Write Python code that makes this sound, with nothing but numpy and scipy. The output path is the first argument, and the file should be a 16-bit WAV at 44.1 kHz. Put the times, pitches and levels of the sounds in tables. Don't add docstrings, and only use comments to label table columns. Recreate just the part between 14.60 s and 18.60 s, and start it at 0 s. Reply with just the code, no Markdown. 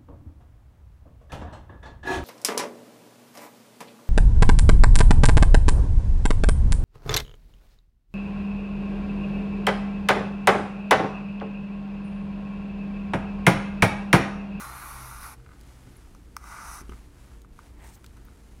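import sys
import numpy as np
from scipy import signal
from scipy.fft import rfft, irfft
from scipy.io import wavfile

SR = 44100
rng = np.random.default_rng(int(sys.argv[2]) if len(sys.argv) > 2 else 0)


def wav_record(signal):
    frames = np.transpose(np.atleast_2d(signal))
    bounded = np.clip(frames, -1, 1)
    quanta = np.round(bounded * 32767).astype(np.int16)
    wavfile.write(sys.argv[1], SR, quanta)


N = 176400


def amp(db):
    return 10 ** (np.asarray(db) / 20)


def unit(x):
    return x / np.sqrt(np.mean(x ** 2) + 1e-20)


def level(rows, column=1):
    rows = np.array(rows)
    t = np.arange(N) / SR
    outside_s = np.maximum(rows[0, 0] - t - .03, 0) + np.maximum(t - rows[-1, 0] - .03, 0)
    return amp(np.interp(t, rows[:, 0], rows[:, column])) * np.exp(-outside_s / .005)


def add(mix, start_s, sound):
    part = mix[max(round(start_s * SR), 0):][:len(sound)]
    part += sound[:len(part)]


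def colour(x, points):
    point_hz, db = np.transpose(points)
    hz = abs(np.fft.fftfreq(2 ** 13, 1 / SR))
    log_gain = np.log(amp(np.interp(np.log(hz + 1), np.log(point_hz + 1), db)))
    response = np.exp(np.conj(signal.hilbert(log_gain)))
    taps = np.fft.ifft(response).real[:2 ** 12]
    return signal.fftconvolve(x, taps)[:len(x)]


def ring(modes):
    t = np.arange(SR // 5) / SR
    x = sum(amp(db - 60 * t / t60) * np.sin(2 * np.pi * hz * t) for hz, db, t60 in modes)
    return x / abs(x).max()


def narrow(hz, width_hz):
    f = np.fft.rfftfreq(N, 1 / SR)
    band = np.exp(-2 * ((f - hz) / width_hz) ** 2)
    return unit(irfft(rfft(rng.standard_normal(N)) * band, N))


def burst(decay_s):
    t = np.arange(SR // 20) / SR
    return rng.standard_normal(len(t)) * np.exp(-t / decay_s)


def slips(per_s, spread_db):
    size = amp(spread_db * np.minimum(rng.exponential(1, N), 5))
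    return unit(size * rng.choice([-1, 1], N) * (rng.random(N) < per_s / SR))


def room_tone(air_db=-50.5):
    # frequency_hz, gain_db
    air_colour = [(12, -52.5), (20, 0.5), (68, -.5), (113, -9.5), (168, -12.5), (337, -14), (422, -21.5),
                  (607, -29), (1220, -35.5), (4060, -48), (9140, -59), (14700, -48), (16000, -95)]
    # pitch_hz, level_db, width_hz
    hum_tones = [(56.25, -50.5, 9), (122.1, -64, 3.5), (200, -69, 12), (289.7, -71.5, 3.7),
                 (463.6, -74, 3.9)]
    # time_s, level_db
    drone_fade = [(0, -52), (.6, -55), (1.25, -62), (1.5, -86)]
    air = amp(air_db) * unit(colour(rng.standard_normal(N), air_colour))
    hum = sum(amp(db) * narrow(hz, width_hz) for hz, db, width_hz in hum_tones)
    drone = level(drone_fade) * narrow(hz=125.9, width_hz=4.6)
    return air + hum + drone


def workshop(direct, wet_db=-17, t60_s=.073, echoes_per_s=2500):
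    t = np.arange(SR // 2) / SR
    echoes = rng.standard_normal(len(t)) * (rng.random(len(t)) < echoes_per_s / SR)
    tail = echoes * (t > .004) * amp(-60 * t / t60_s)
    return direct + amp(wet_db) * signal.fftconvolve(direct, tail / np.linalg.norm(tail))[:N]


def squeak(start_s=3.33, length_s=.06, from_hz=14700, to_hz=14300, waver_hz=60, peak_db=-63):
    progress = np.clip((np.arange(N) / SR - start_s) / length_s, 0, 1)
    hz = from_hz + (to_hz - from_hz) * progress + waver_hz * narrow(0, waver_hz)
    return amp(peak_db) * np.sin(np.pi * progress) * np.sin(2 * np.pi * np.cumsum(hz) / SR)


def lace_brush():
    # time_s, level_db
    strokes = [(.77, -83), (.82, -67), (.88, -71), (.935, -57.5), (1.05, -74), (1.3, -66), (1.6, -80),
               (2.2, -84), (2.33, -54), (2.45, -86), (2.58, -65), (2.64, -74), (2.74, -65), (2.85, -95),
               (3.01, -66), (3.12, -79), (3.55, -75), (3.58, -57.5), (3.6, -83), (3.685, -65), (3.76, -80)]
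    return unit(leather(slips(per_s=1200, spread_db=5), low_cut_hz=1100)) * level(strokes)


def hand_rub():
    # time_s, level_db
    strokes = [(0, -54), (.85, -65.5), (1.08, -59.5), (1.42, -61), (1.65, -65), (2.25, -61.5),
               (2.34, -58.5), (2.51, -65), (2.6, -60.5), (2.75, -61), (2.88, -71), (2.97, -61.5),
               (3.07, -60), (3.15, -67.5), (3.4, -64), (3.6, -63), (4, -62.5)]
    # frequency_hz, gain_db
    rub_colour = [(200, 1), (800, 7), (2400, 0.5), (4000, -3.5), (10000, -4.5), (13000, -11),
                  (16000, -16.5)]
    return unit(colour(slips(per_s=6000, spread_db=2), rub_colour)) * level(strokes)


def sheath_slide():
    # time_s, scuff_db, treble_db
    slide = [(3.15, -70, -79), (3.21, -57, -68), (3.25, -54, -59), (3.29, -56.5, -58.5), (3.32, -60, -62.5),
             (3.355, -71, -55.5), (3.375, -59.5, -95), (3.42, -82, -93)]
    # frequency_hz, gain_db
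    scuff_colour = [(250, -6), (550, -1.5), (850, 3.5), (1400, -6), (1900, -0.5), (2500, -7.5),
                    (3300, -13.5), (6000, -40)]
    treble_colour = [(2000, -28), (4000, -0.5), (8300, 5.5), (11500, -2), (14500, -3), (16000, -6)]
    drag = slips(per_s=4300, spread_db=1)
    scuff = unit(colour(drag, scuff_colour)) * level(slide)
    treble = unit(colour(drag, treble_colour)) * level(slide, column=2)
    return scuff + treble


def ticks():
    # start_s, peak_db, centre_hz, width_octaves, decay_s
    contacts = [(1.011, -42.5, 5350, 1, 0.0018), (1.367, -47, 10600, 0.11, 0.0034),
                (2.293, -48, 3010, 0.039, 0.0017), (2.818, -46.5, 5540, 1.3, 0.0014),
                (3.443, -38, 1350, 1.5, 0.0033), (3.463, -37, 5050, 0.87, .0012),
                (3.652, -44, 14500, .22, 0.0013)]
    out, f = np.zeros(N), np.geomspace(100, 20000, 200)
    for start_s, db, hz, octaves, decay_s in contacts:
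        band_db = -20 * np.log10(1 + (np.log2(f / hz) / octaves) ** 2)
        tick = colour(burst(decay_s), np.column_stack([f, band_db]))
        add(out, start_s, amp(db) * tick / abs(tick).max())
    return out


def thuds(high_cut_hz=600, settle_db=-15, settle_s=.043):
    # start_s, strength_db
    knocks = [(1.272, -38), (2.214, -35), (2.293, -29.5), (2.32, -36.5)]
    # pitch_hz, gain_db, t60_s
    bench_modes = [(65.8, -8, 0.18), (138, -2.5, 0.049), (240, 10, 0.014), (363, -8, 0.062)]
    out, t = np.zeros(N), np.arange(SR // 4) / SR
    knock = ring(bench_modes)
    for start_s, db in knocks:
        shuffle = unit(signal.fftconvolve(rng.standard_normal(len(t)), knock)[:len(t)])
        add(out, start_s, -amp(db) * knock)
        add(out, start_s, amp(db + settle_db) * shuffle * np.exp(-t / settle_s))
    return signal.sosfilt(signal.butter(2, high_cut_hz, fs=SR, output="sos"), out)


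def leather(force, low_cut_hz, tension=1):
    # pitch_hz, gain_db, t60_s
    modes = [(1003, -7, 0.018), (1254, 5, 0.015), (1448, 4.5, 0.013), (2030, -6.5, 0.019),
             (2300, -17, 0.036), (3780, -15.5, .011)]
    wall = ring([(hz * tension, db, t60) for hz, db, t60 in modes])
    rung = signal.fftconvolve(force, wall)[:N]
    return signal.sosfilt(signal.butter(4, low_cut_hz, "high", fs=SR, output="sos"), rung)


def creaks():
    # start_s, strength_db
    catches = [(.7993, -45.5), (.863, -39), (.891, -40.5), (0.9144, -53)]
    taps = np.zeros(N)
    for start_s, db in catches:
        add(taps, start_s, amp([db]))
    return leather(taps, low_cut_hz=1100, tension=1.04)


def flicks(contact_s=.00007, bench_reflection_s=.00085, bench_reflection_db=-2.5):
    # start_s, blow_db, crack_db
    blows = [(1.549, -41, -45.5), (1.7665, -20, -22), (1.8407, -33.5, -43), (2.295, -36, -44),
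             (2.3197, -36.5, -57), (2.7158, -48.5, -57), (2.847, -41.5, -66), (2.9904, -32, -48),
             (3.569, -50, -45)]
    # frequency_hz, gain_db
    crack_colour = [(500, -8), (2400, -5.5), (3200, -24), (4400, -13), (5300, -6.5), (6050, 1), (7100, -23),
                    (8200, -6.5), (10500, -10), (16000, -19)]
    taps, cracks = np.zeros(N), np.zeros(N)
    contact = np.arange(SR // 200) / SR / contact_s
    push = contact * np.exp(-contact)
    push /= push.sum()
    for start_s, blow_db, crack_db in blows:
        add(taps, start_s, amp(blow_db) * push)
        add(taps, start_s + bench_reflection_s, amp(blow_db + bench_reflection_db) * push)
        crack = colour(burst(decay_s=.00089), crack_colour)
        add(cracks, start_s, amp(crack_db) * crack / abs(crack).max())
    return leather(taps, low_cut_hz=790) + cracks


def twist(x, bands=14, swell_db=1.4, rate_hz=10.3):
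    f, spectrum = np.fft.rfftfreq(N, 1 / SR), rfft(x)
    centres_hz = np.geomspace(700, 15000, bands)
    parts = (irfft(spectrum * np.interp(f, centres_hz, band), N) for band in np.eye(bands))
    return sum(part * amp(swell_db * narrow(0, rate_hz)) for part in parts)


def flex(x, depth=.025, rate_hz=10.3):
    speed = 1 + depth * narrow(0, rate_hz)
    return np.interp(np.cumsum(speed), np.arange(N), x)


def scrape(curve, from_hz=3910, rise_hz_per_s=2000, relative_db=-22):
    hz = from_hz + rise_hz_per_s * np.arange(N) / SR
    tone = np.sin(2 * np.pi * np.cumsum(hz) / SR) * narrow(0, width_hz=220)
    return amp(relative_db) * unit(tone) * level(curve)


def pull(curve, hiss_colour, tension, judder_db=.07, judder_hz=88.5):
    judder = amp(judder_db * narrow(0, judder_hz))
    catches = slips(per_s=2200, spread_db=1) * judder
    rasp = flex(leather(catches, low_cut_hz=750, tension=tension))
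    fine_slips = slips(per_s=8300, spread_db=1.1) * judder
    hiss = colour(twist(fine_slips), hiss_colour)
    return unit(rasp) * level(curve) + unit(hiss) * level(curve, column=2)


def lacing():
    # time_s, rasp_db, hiss_db
    first_pull = [(0, -41, -43), (.12, -42, -52.5), (.2, -43, -48.5), (.4, -44, -48), (.6, -47.5, -50.5),
                  (.645, -41.5, -45.5), (.738, -48, -52.5), (.762, -68, -81)]
    second_pull = [(1.8, -59.5, -67), (1.87, -48, -54), (1.92, -44, -52), (2.0, -44.5, -53),
                   (2.08, -42.5, -48.5), (2.15, -45.5, -47), (2.215, -48, -52.5), (2.235, -61.5, -80)]
    # frequency_hz, gain_db
    first_hiss = [(1600, -18), (2400, 3), (3100, -15), (3950, -5), (4700, -7), (6000, -0.5), (7600, -6),
                  (8700, -3), (9150, 2.5), (11000, 3), (16000, -10.5)]
    second_hiss = [(1500, -15), (3400, -29), (3800, -9.5), (4400, -11), (5300, -1.5), (6050, 2),
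                   (6900, -7.5), (8300, -6), (9500, -0.5), (12000, -10), (16000, -17)]
    first = pull(first_pull, first_hiss, tension=.93) + scrape(first_pull)
    second = pull(second_pull, second_hiss, tension=.99)
    return first + second


def scene():
    work = lacing() + flicks() + creaks() + ticks() + thuds()
    handling = lace_brush() + hand_rub() + sheath_slide() + squeak()
    return (workshop(work + handling) + room_tone())[None]


def record(dry, edge_hz=15850):
    low_pass = signal.firwin(511, edge_hz, window=("kaiser", 9), fs=SR)
    return signal.oaconvolve(dry, low_pass[None], "same")


dry = scene()
out = record(dry)
wav_record(out)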